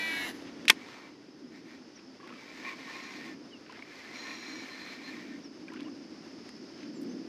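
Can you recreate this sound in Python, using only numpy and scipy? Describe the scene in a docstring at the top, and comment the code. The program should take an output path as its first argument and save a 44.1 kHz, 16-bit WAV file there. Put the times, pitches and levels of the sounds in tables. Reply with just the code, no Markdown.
"""A fishing reel at a cast: brake tones and turn-rate sidebands make the spool whine down to rest.
The clutch snaps into gear, stiff clicks over ringing metal, and cranking whirrs as noise-fed resonances.
The bearing sings in fits and soft noise swells brush the tackle.
Water laps and drips by the hull; a low rush of air, insects and small birds lie behind, all nearly mono."""
import sys
import numpy as np
from scipy import signal
from scipy.fft import rfft, irfft, next_fast_len
from scipy.io import wavfile
from scipy.ndimage import uniform_filter1d, minimum_filter1d

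SR = 44100
rng = np.random.default_rng(int(sys.argv[2]) if len(sys.argv) > 2 else 0)


def to_wav(sig):
    """Store sig (one row per channel, or 1-D mono) as 16-bit WAV at the path in sys.argv[1].

    Samples outside -1..1 are clipped; the rate is SR.
    """
    pcm = np.clip(np.atleast_2d(sig), -1, 1) * 32767
    pcm = np.round(pcm).astype(np.int16)
    wavfile.write(sys.argv[1], SR, pcm.T)  # frames by channels


N = 321048  # length in samples


def amp(db):
    """Decibels to gain."""
    return 10 ** (np.asarray(db) / 20)


def unit(x):
    """Scale to rms 1."""
    return x / np.sqrt(np.mean(x ** 2) + 1e-20)


def along(points, hz):
    """Read a curve of (Hz, value) points on a log frequency axis."""
    f, v = np.transpose(points)
    return np.interp(np.log(hz + 1), np.log(f + 1), v)


def curves(rows):
    """One value per sample for each column after the time."""
    s, *cols = np.transpose(rows)
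    return [np.interp(np.arange(N) / SR, s, c) for c in cols]


def wobble(rate):
    """A smooth random curve, rate knots a second."""
    knots = rng.standard_normal(int(N * rate / SR) + 4)
    smooth = signal.resample(knots, 8 * len(knots))
    return np.interp(np.arange(N) * 8 * rate / SR, np.arange(len(smooth)), smooth)


def filtered(x, response):
    """Shape the spectrum of x by a response of frequency."""
    m = next_fast_len(len(x) + 8192, real=True)
    spectrum = rfft(x, m) * response(np.fft.rfftfreq(m, 1 / SR))
    return irfft(spectrum, m)[:len(x)]


def noise(spectrum, size=N):
    """Coloured noise of rms 1."""
    return unit(filtered(rng.standard_normal(size), lambda hz: amp(along(spectrum, hz))))


def add(track, s, sound):
    """Mix a sound in at time s."""
    part = track[max(round(s * SR), 0):][:len(sound)]
    part += sound[:len(part)]


def arch(length):
    """A swell from 0 to 1 and back, length in s."""
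    return np.sin(np.linspace(0, np.pi, int(length * SR)))


def swishes(rows, grain_db):
    """Soft grainy swells of noise from (start s, length s, dB, spectrum) rows."""
    out = np.zeros(N)
    for s, length, db, spectrum in rows:
        swell = arch(length)
        add(out, s, amp(db) * swell * noise(spectrum, size=SR)[:len(swell)])
    return out * unit(amp(grain_db * wobble(250)))


def resonance(drive, hz, width_hz):
    """One resonance, rms 1, whose centre may move from sample to sample."""
    carrier = np.exp(2j * np.pi * np.cumsum(hz) / SR)
    pole = np.exp(-np.pi * width_hz / SR)
    # shift the drive down to 0 Hz, smooth it there, and shift it back up
    return unit(np.real(carrier * signal.lfilter([1], [1, -pole], drive / carrier)))


def resonances(modes, drive, waver_db=4.2, waver_rate=18, wander=0.0066):
    """Narrow modes on one drive, rms 1 in all; each swells, fades and wanders in pitch on its own."""
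    total = np.zeros(N)
    for hz, width, db in modes:
        level = amp(db + waver_db * wobble(waver_rate))
        moving_hz = hz * (1 + wander * wobble(waver_rate))
        total += level * resonance(drive, moving_hz, width)
    return unit(total)


# Strength of the low rush of air. Each row: time in seconds, level in dB before AIR_DB.
AIR = [(0, -47.5), (0.62, -45), (0.9, -53), (1.55, -47), (2.05, -53.5), (2.85, -50), (3.3, -45),
       (3.65, -54), (4.05, -55.5), (4.5, -47), (4.75, -53), (5.25, -46.5), (5.55, -48), (5.85, -42.5),
       (6.1, -47.5), (6.8, -47), (7.08, -36), (7.28, -43.5)]
# Colour of the rush. Each row: frequency in Hz, relative density in dB per Hz.
RUSH = [(60, -45), (120, -21.5), (170, -11.5), (265, 2.5), (315, 2), (450, -16.5), (700, -27.5),
        (1200, -65)]
# Colour of leaves and ripples. Each row: frequency in Hz, relative density in dB per Hz.
SHORE = [(15, -31), (60, -8), (150, 3), (400, 8), (700, -0.5), (1000, -3), (2000, -4.5), (3800, -10),
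         (6200, -12.5), (7500, -25.5), (11000, -32), (14000, -43), (16000, -68.5)]
# Colour of the insect chorus. Each row: frequency in Hz, relative density in dB per Hz.
INSECTS = [(3500, -39.5), (4500, -8.5), (5150, -2), (5700, -13.5), (6800, -23.5), (9000, -63)]
# The shore bed. Each row: time in seconds, leaves and ripples in dB, insects in dB.
SHORE_LEVELS = [(0, -48.5, -57), (.6, -51.5, -65), (1.3, -59, -67.5), (2, -56.5, -63.5),
                (5.5, -55.5, -63.5), (6.6, -54, -58.5), (7.28, -54.5, -61)]
AIR_DB = -1  # gain of the whole rush


def lake():
    """A low rush of air, the hiss of leaves and ripples, and insects: three wavering noise bands."""
    air_db, = curves(AIR)
    shore_db, insect_db = curves(SHORE_LEVELS)
    air = amp(AIR_DB + air_db + 1.2 * wobble(9)) * noise(RUSH)
    shore = amp(shore_db + 0.91 * wobble(30)) * noise(SHORE)
    insects = amp(insect_db + 0.63 * wobble(40)) * noise(INSECTS)
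    return air + shore + insects


# Chirps. Each row: start in seconds, length in seconds, start pitch in Hz, end pitch in Hz,
# peak level in dB before the flutter.
BIRDS = [(1.95, .045, 6400, 5240, -54), (3.492, 0.1, 3450, 2630, -53.5), (5.423, 0.065, 6240, 5110, -50),
         (5.836, 0.057, 3150, 2680, -57), (6.775, 0.1, 5600, 6380, -63), (6.924, 0.098, 8070, 6900, -64),
         (7.057, 0.099, 5670, 6300, -61)]


def birds(flutter_db=3):
    """Thin far chirps: each glides quickly, then settles; distance makes them flutter."""
    out = np.zeros(N)
    for s, length, from_hz, to_hz, db in BIRDS:
        u = np.linspace(0, 1, int(length * SR))
        hz = to_hz + (from_hz - to_hz) * (1 - u) ** 1.8
        add(out, s, amp(db) * np.sin(np.pi * u) ** 2 * np.sin(2 * np.pi * np.cumsum(hz) / SR))
    return out * amp(flutter_db * wobble(90))


# Wavelets at the hull. Each row: start in seconds, length in seconds, wash level in dB at the crest.
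LAPS = [(2.188, 0.27, -57), (3.629, 0.2, -56.5), (5.66, 0.24, -57.5)]
# Colour of the wash. Each row: frequency in Hz, relative density in dB per Hz.
WASH = [(200, -33), (600, -12), (1100, -2), (2600, 2), (5000, -18), (14000, -58)]


def laps():
    """Water washes along the hull in grainy swells of noise."""
    return swishes([(s, length, db, WASH) for s, length, db in LAPS], grain_db=5.0)


# small bubbles in a lap: rate, typical level re the wash, typical pitch
BUBBLES_PER_S, BUBBLE_DB, BUBBLE_HZ = 50, 4.5, 1296


def small_bubbles(pitch_spread=0.312, spread_db=2):
    """Each lap sheds bubbles at random, most near its crest: (s, dB, pitch Hz)."""
    bubbles = []
    for s, length, db in LAPS:
        for _ in range(round(BUBBLES_PER_S * length)):
            start = s + length * rng.beta(2, 2)
            level = db + BUBBLE_DB + spread_db * rng.standard_normal()
            hz = BUBBLE_HZ * np.exp(pitch_spread * rng.standard_normal())
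            bubbles.append((start, level, hz))
    return bubbles


# The clearest drips. Each row: start in seconds, level in dB, starting pitch in Hz.
DRIPS = [(2.2, -48.5, 1090), (2.241, -46.5, 1070), (2.303, -45, 1055), (2.324, -45, 1230),
         (3.696, -42.5, 990), (3.791, -45, 2100), (3.823, -35.5, 2170), (3.851, -47, 1870),
         (5.682, -40, 2300), (5.687, -45, 1530), (5.7, -47, 1860), (5.72, -44, 973), (5.738, -45, 1370),
         (5.759, -48, 1500), (5.881, -49, 1110)]


def drips(rise=0.09, life_cycles=40, splash_db=-11, onset_s=0.0012):
    """A bubble rings for some cycles and rises in pitch, under a short splash."""
    t = np.arange(SR // 8) / SR
    out = np.zeros(N)
    for s, db, hz in DRIPS + small_bubbles():
        age = t * hz / life_cycles
        bubble = np.sin(2 * np.pi * hz * t * (1 + rise * age))
        spray = amp(splash_db) * noise([(300, -20), (1200, 4), (3000, 1), (14000, -39)], size=len(t))
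        shape = amp(-60 * age) * (1 - np.exp(-t / onset_s))
        add(out, s, amp(db) * shape / shape.max() * (bubble + spray))
    return out


# Sleeve and hand on the tackle, from soft rumble to swish. Each row: start in seconds,
# length in seconds, level in dB at the crest, centre in Hz.
BRUSHES = [(0.447, 0.059, -53, 2500), (0.719, 0.44, -57, 1092), (0.769, 0.26, -60, 3400),
           (1.957, 0.06, -61, 2100), (6.734, .19, -57, 2720), (7, 0.054, -67, 10200)]


def brushes():
    """Cloth and skin rub, each time in a broad band of its own."""
    band = lambda hz: [(hz / 6, -40), (hz / 2, -6), (hz, 0), (hz * 2, -12), (hz * 12, -80)]
    return swishes([(s, length, db, band(hz)) for s, length, db, hz in BRUSHES], grain_db=3.5)


# One low mode, then a high cluster. Each row: pitch in Hz, width in Hz, relative level in dB;
# the low mode keeps this trim, the cluster as a whole is levelled to rms 1.
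BEARING = [(4124, 43, -0.5), (5650, 92, 2.5), (6640, 60, -3.5)]
# Fits of singing. Each row: start in seconds, length in seconds, low mode in dB before its trim,
# high cluster in dB.
SINGS = [(2.877, 0.32, -61.5, -63.5), (4.133, 0.53, -53, -57.5), (4.678, 0.296, -55, -74),
         (5.02, 0.1, -55.5, -71)]
SING_EDGE_S = 0.025  # a fit sets in and dies this fast


def bearing():
    """The spool bearing sings in fits: rubbing noise rings narrow modes on steady, breathy pitches."""
    low_gain, high_gain = np.zeros((2, N))
    for s, length, low_db, high_db in SINGS:
        t = np.arange(int(length * SR)) / SR
        fit = np.clip(np.minimum(t, length - t) / SING_EDGE_S, 0, 1)
        add(low_gain, s, amp(low_db) * fit)
        add(high_gain, s, amp(high_db) * fit)
    rub = noise(GEARS)
    low, *high = [amp(db) * resonance(rub, np.full(N, hz), width) for hz, width, db in BEARING]
    return low_gain * low + high_gain * unit(sum(high))


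# Cranking, taking up slack and then winding in. Each row: start in seconds, length in seconds,
# speeding up in seconds, slowing down in seconds, speed aimed for from 0 to 1.
CRANKS = [(0.699, 0.48, 0.12, 0.23, 0.61), (1.491, 0.14, 0.087, 0.073, 0.47),
          (1.62, 0.19, 0.088, 0.088, 0.45), (2.204, 1.175, 0.41, 0.11, 0.86), (3.584, 1.934, 0.61, 0.56, 1)]
# The hand hesitates. Each entry: start in seconds.
HESITATIONS = [2.715, 4.07, 4.95]
HESITATION_S, HESITATION_SHARE = 0.079, 0.24  # for this long, losing up to this share of its speed


def crank_speed():
    """The handle speeds up evenly, holds if time allows, and slows to rest; at times the hand hesitates."""
    t = np.arange(N) / SR
    lost = np.zeros(N)
    for s in HESITATIONS:
        add(lost, s, HESITATION_SHARE * arch(HESITATION_S))
    speed = np.zeros(N)
    for s, length, rise_s, fall_s, top in CRANKS:
        speed += top * np.clip(np.minimum((t - s) / rise_s, (s + length - t) / fall_s), 0, 1)
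    return speed * (1 - lost)


# Colour of rubbing teeth. Each row: frequency in Hz, relative density in dB per Hz.
GEARS = [(250, -31), (500, -7), (1050, -5.5), (1500, -5.5), (2200, -1.5), (3000, -9), (4200, -6.5),
         (6500, -16.5), (9000, -30.5), (13800, -32), (15300, -61.5)]
# Resonances of the gear case. Each row: pitch in Hz, width in Hz, relative level in dB.
CASE = [(1071, 25, -7.5), (1825, 43, 4.5), (2070, 100, 1.5), (2334, 70, 3.5)]
# Tugs on the line. Each row: start in seconds, length in seconds, crest of the rasp's case tone in dB,
# crest of the moan in dB.
TUGS = [(2.64, 0.11, -51, -45.5), (2.755, 0.45, -57.5, -57), (4.16, 0.24, -58, -56.5),
        (4.914, 0.038, -57, -77), (5.03, 0.11, -58, -75), (5.287, 0.098, -60, -77)]
GEAR_DB = -48.5  # at full speed, before the balance of rub and case
HAND_WAVER_DB, HAND_WAVER_RATE = 1, 12  # unevenness of the hand, and its random knots a second


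def gears(grain_db=1.37, broad_db=-1.5, case_db=-5, strain_db=-8):
    """Teeth rub in tiny grains that sound the gear case; tugs load the gears, which rasp and moan."""
    rasp_gain, moan_gain = np.zeros((2, N))
    for s, length, rasp_db, moan_db in TUGS:
        add(rasp_gain, s, amp(rasp_db) * arch(length))
        add(moan_gain, s, amp(moan_db) * arch(length))
    rub = unit(noise(GEARS) * amp(grain_db * wobble(400)))
    case = resonances(CASE, rub, wander=0.015)
    effort = crank_speed() * amp(GEAR_DB + HAND_WAVER_DB * wobble(HAND_WAVER_RATE))
    whirr = amp(broad_db) * rub + amp(case_db) * case
    rasp = case + amp(strain_db) * rub
    moan = resonances(CASE[:1], rub)  # the lowest mode alone
    return effort * whirr + rasp_gain * rasp + moan_gain * moan


# Modes of the rod's grip. Each row: pitch in Hz, starting level in dB.
GRIP = [(210, -35), (395, -38)]
THUD_S, THUD_T60 = .699, 0.082  # start and 60 dB decay, s


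def thud():
    """The rod's grip takes the clutch's slam as a short low thud of decaying sines."""
    t = np.arange(SR // 8) / SR
    out = np.zeros(N)
    tones = sum(amp(db) * np.sin(2 * np.pi * hz * t) for hz, db in GRIP)
    add(out, THUD_S, amp(-60 * t / THUD_T60) * tones)
    return out


# The clutch trips lightly, then slams home and rebounds. Each row: start in seconds, level in dB,
# snap pitch in Hz, swell time in seconds, crack in dB re that level, low cut in Hz.
CLUTCH = [(.6809, -9, 2500, 0.00034, -16, 1600), (.6826, -10.5, 3770, 0.00023, -9.5, 1600),
          (.6852, -12, 3540, 0.00014, -7, 1500), (.6984, -3, 2160, 0.00038, -7.5, 399),
          (.7009, -0.5, 3410, 0.0005, 0, 199), (.7050, -7, 2520, 0.00036, -8, 300)]
# Light ticks, of the tackle and of water at the hull. Each row: start in seconds, level in dB, snap pitch in
# Hz, # crack in dB re that level.
TICKS = [(0.654, -28.5, 2160, -12), (.6907, -19, 3000, -5), (0.6961, -18.5, 2400, -14),
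         (2.275, -34.5, 1850, -18), (2.294, -37, 1950, -19), (2.338, -39, 2200, -16),
         (3.724, -39, 4680, -19), (5.7362, -44, 3980, -1), (5.8065, -33.5, 3400, -19),
         (5.831, -41, 4400, -16), (6.491, -40, 2870, -2)]
TICK_SWELL_S, TICK_LOW_SHARE = 0.00015, 0.47  # swell time of a tick; its low cut over its pitch


def contacts():
    """Every clutch contact and light tick, as rows with the columns of CLUTCH."""
    ticks = [(s, db, hz, TICK_SWELL_S, crack_db, TICK_LOW_SHARE * hz) for s, db, hz, crack_db in TICKS]
    return CLUTCH + ticks


# The reel's frame rings. Each row: pitch in Hz, relative level in dB, 60 dB decay in seconds.
FRAME = [(885, -3, .05), (1056, -3, .055), (1470, -4, .05), (1800, 1, .045), (1938, -1, .03),
         (2240, 1, .03), (2583, 1, .03), (2748, 1, .028), (3236, -1, .025), (4280, -3, .022),
         (5340, -8, .03), (6750, -8, .03)]


def clutch(ring_db=-25, crack_t60=0.0087, rattle_db=-32, rattle_t60=0.082):
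    """Each contact is a short stiff snap with a crack; the frame rings and loose parts rattle after it."""
    t = np.arange(SR // 8) / SR
    out = np.zeros(N)
    grit = [(40, -29.5), (900, -2.5), (2200, 5.0), (4200, -1.0), (5500, -2.0), (7600, -8.5),
            (11200, -12.0), (15000, -27.5)]
    for s, db, hz, swell_s, crack_db, low_hz in contacts():
        snap = t / swell_s * np.exp(1 - t / swell_s) * np.sin(2 * np.pi * hz * t)
        ring = np.zeros(len(t))
        for f, level, t60 in FRAME:
            ring += amp(level - 60 * t / t60) * np.sin(2 * np.pi * (f * t + rng.random()))
        burst = amp(crack_db - 60 * t / crack_t60) + amp(rattle_db - 60 * t / rattle_t60)
        crack = burst * noise(grit, size=len(t))
        hit = snap + (amp(ring_db) * ring + crack) * (1 - np.exp(-t / 0.00012))
        # the smaller the part that is struck, the less bass it radiates
        low_cut = signal.butter(4, low_hz, "high", fs=SR, output="sos")
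        add(out, s, amp(db) * signal.sosfilt(low_cut, hit))
    return out


# The spool runs down. Each row: time in seconds, speed in turns a second.
SPOOL = [(0, 395), (.1, 349), (.18, 291), (.24, 222.5), (.27, 173), (.3, 96), (.322, 24), (.46, 1)]
# Brake tones before fading and the plate's boost. Each row: multiple of the pulse rate,
# lower sideband in dB, centre in dB, upper sideband in dB, power of speed by which they fade.
BRAKE = [(1, -72, -54, -65, 1.4), (2, -52.5, -41, -38, 1.4), (3, -48.5, -48.5, -54.5, .2),
         (4, -50.5, -50.5, -52.5, 0.55), (6, -71, -62, -79, 1.1)]
# Colour of the running line. Each row: frequency in Hz, relative density in dB per Hz.
LINE_HISS = [(300, -15.5), (700, -3.5), (1300, -9), (1850, 4), (2300, -6), (2800, -8), (4200, -9.5),
             (5000, -14), (7500, -16.5), (8700, -35), (9700, -15.5), (11200, -17), (14500, -26),
             (16000, -51)]
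BRAKE_HZ = 974.5  # pulse rate
WHINE_FULL_SPEED, WHINE_STOP_SPEED = 340, 150  # turns a second: below these it weakens; the brake lets go
# the side plate swells any brake tone that glides through its resonance
PLATE_HZ, PLATE_WIDTH_HZ, PLATE_DB = 1686, 65, 13.5
# hiss of slack line; change when taut at top speed; turns a second below which it fades
HISS_DB, TAUT_DB, HISS_FULL_SPEED = -40.5, -4.5, 112


def spool(flutter=0.12, line_throb=0.27):
    """The brake pulses at a fixed rate; the spool's turning adds sidebands that close in as it slows."""
    speed, = curves(SPOOL)
    turn = 2 * np.pi * np.cumsum(speed) / SR
    pulse = 2 * np.pi * BRAKE_HZ * np.arange(N) / SR
    let_go = np.clip(speed / WHINE_STOP_SPEED, 0, 1) ** 2
    whine = np.zeros(N)
    for multiple, *levels, power in BRAKE:
        fade = np.clip(speed / WHINE_FULL_SPEED, 0, 1) ** power * let_go
        for side, db in zip((-1, 0, 1), levels):
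            phase = multiple * pulse + side * turn + rng.uniform(0, 2 * np.pi)
            hz = multiple * BRAKE_HZ + side * speed
            plate_db = PLATE_DB / (1 + ((hz - PLATE_HZ) / PLATE_WIDTH_HZ) ** 2)
            level = fade * amp(db + plate_db) * np.sqrt(2)  # the table gives rms levels
            whine += level * (1 + flutter * wobble(59)) * np.sin(phase)
    # the line brushes the guide once every turn, and louder as it goes slack
    hiss = unit(noise(LINE_HISS) * (1 + line_throb * np.sin(turn)))
    taut = (speed / speed.max()) ** 4
    hiss_gain = amp(HISS_DB + TAUT_DB * taut) * np.clip(speed / HISS_FULL_SPEED, 0, 1)
    return whine + hiss_gain * hiss


# Stereo width. Each row: frequency in Hz, side level in dB re the middle.
WIDTH = [(100, -29), (250, -55.5), (3000, -45.5), (5000, -35), (9000, -13.5)]


def scene():
    """The reel is dead ahead; left and right differ only slightly, most in the treble."""
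    shore = lake() + birds()
    water = laps() + drips()
    reel = brushes() + bearing() + gears() + thud() + clutch() + spool()
    mid = shore + water + reel
    side = filtered(mid, lambda hz: 1j * amp(along(WIDTH, hz)))  # a quarter cycle out of step
    return np.array([mid + side, mid - side])


TOP_HZ = 15100  # band limit


def record(dry, ceiling=1.0, hold_s=0.0019):
    """A steep low-pass sets the band limit, then a fast limiter holds peaks under full scale."""
    low_pass = lambda hz: 1 / np.sqrt(1 + (hz / TOP_HZ) ** 160)
    banded = np.array([filtered(channel, low_pass) for channel in dry])
    size = round(hold_s * SR)
    needed = 1 / np.maximum(np.abs(banded).max(axis=0) / ceiling, 1)
    # hold the lowest gain around each peak, then smooth its edges
    return banded * uniform_filter1d(minimum_filter1d(needed, 2 * size), size)


dry = scene()
out = record(dry)
to_wav(out)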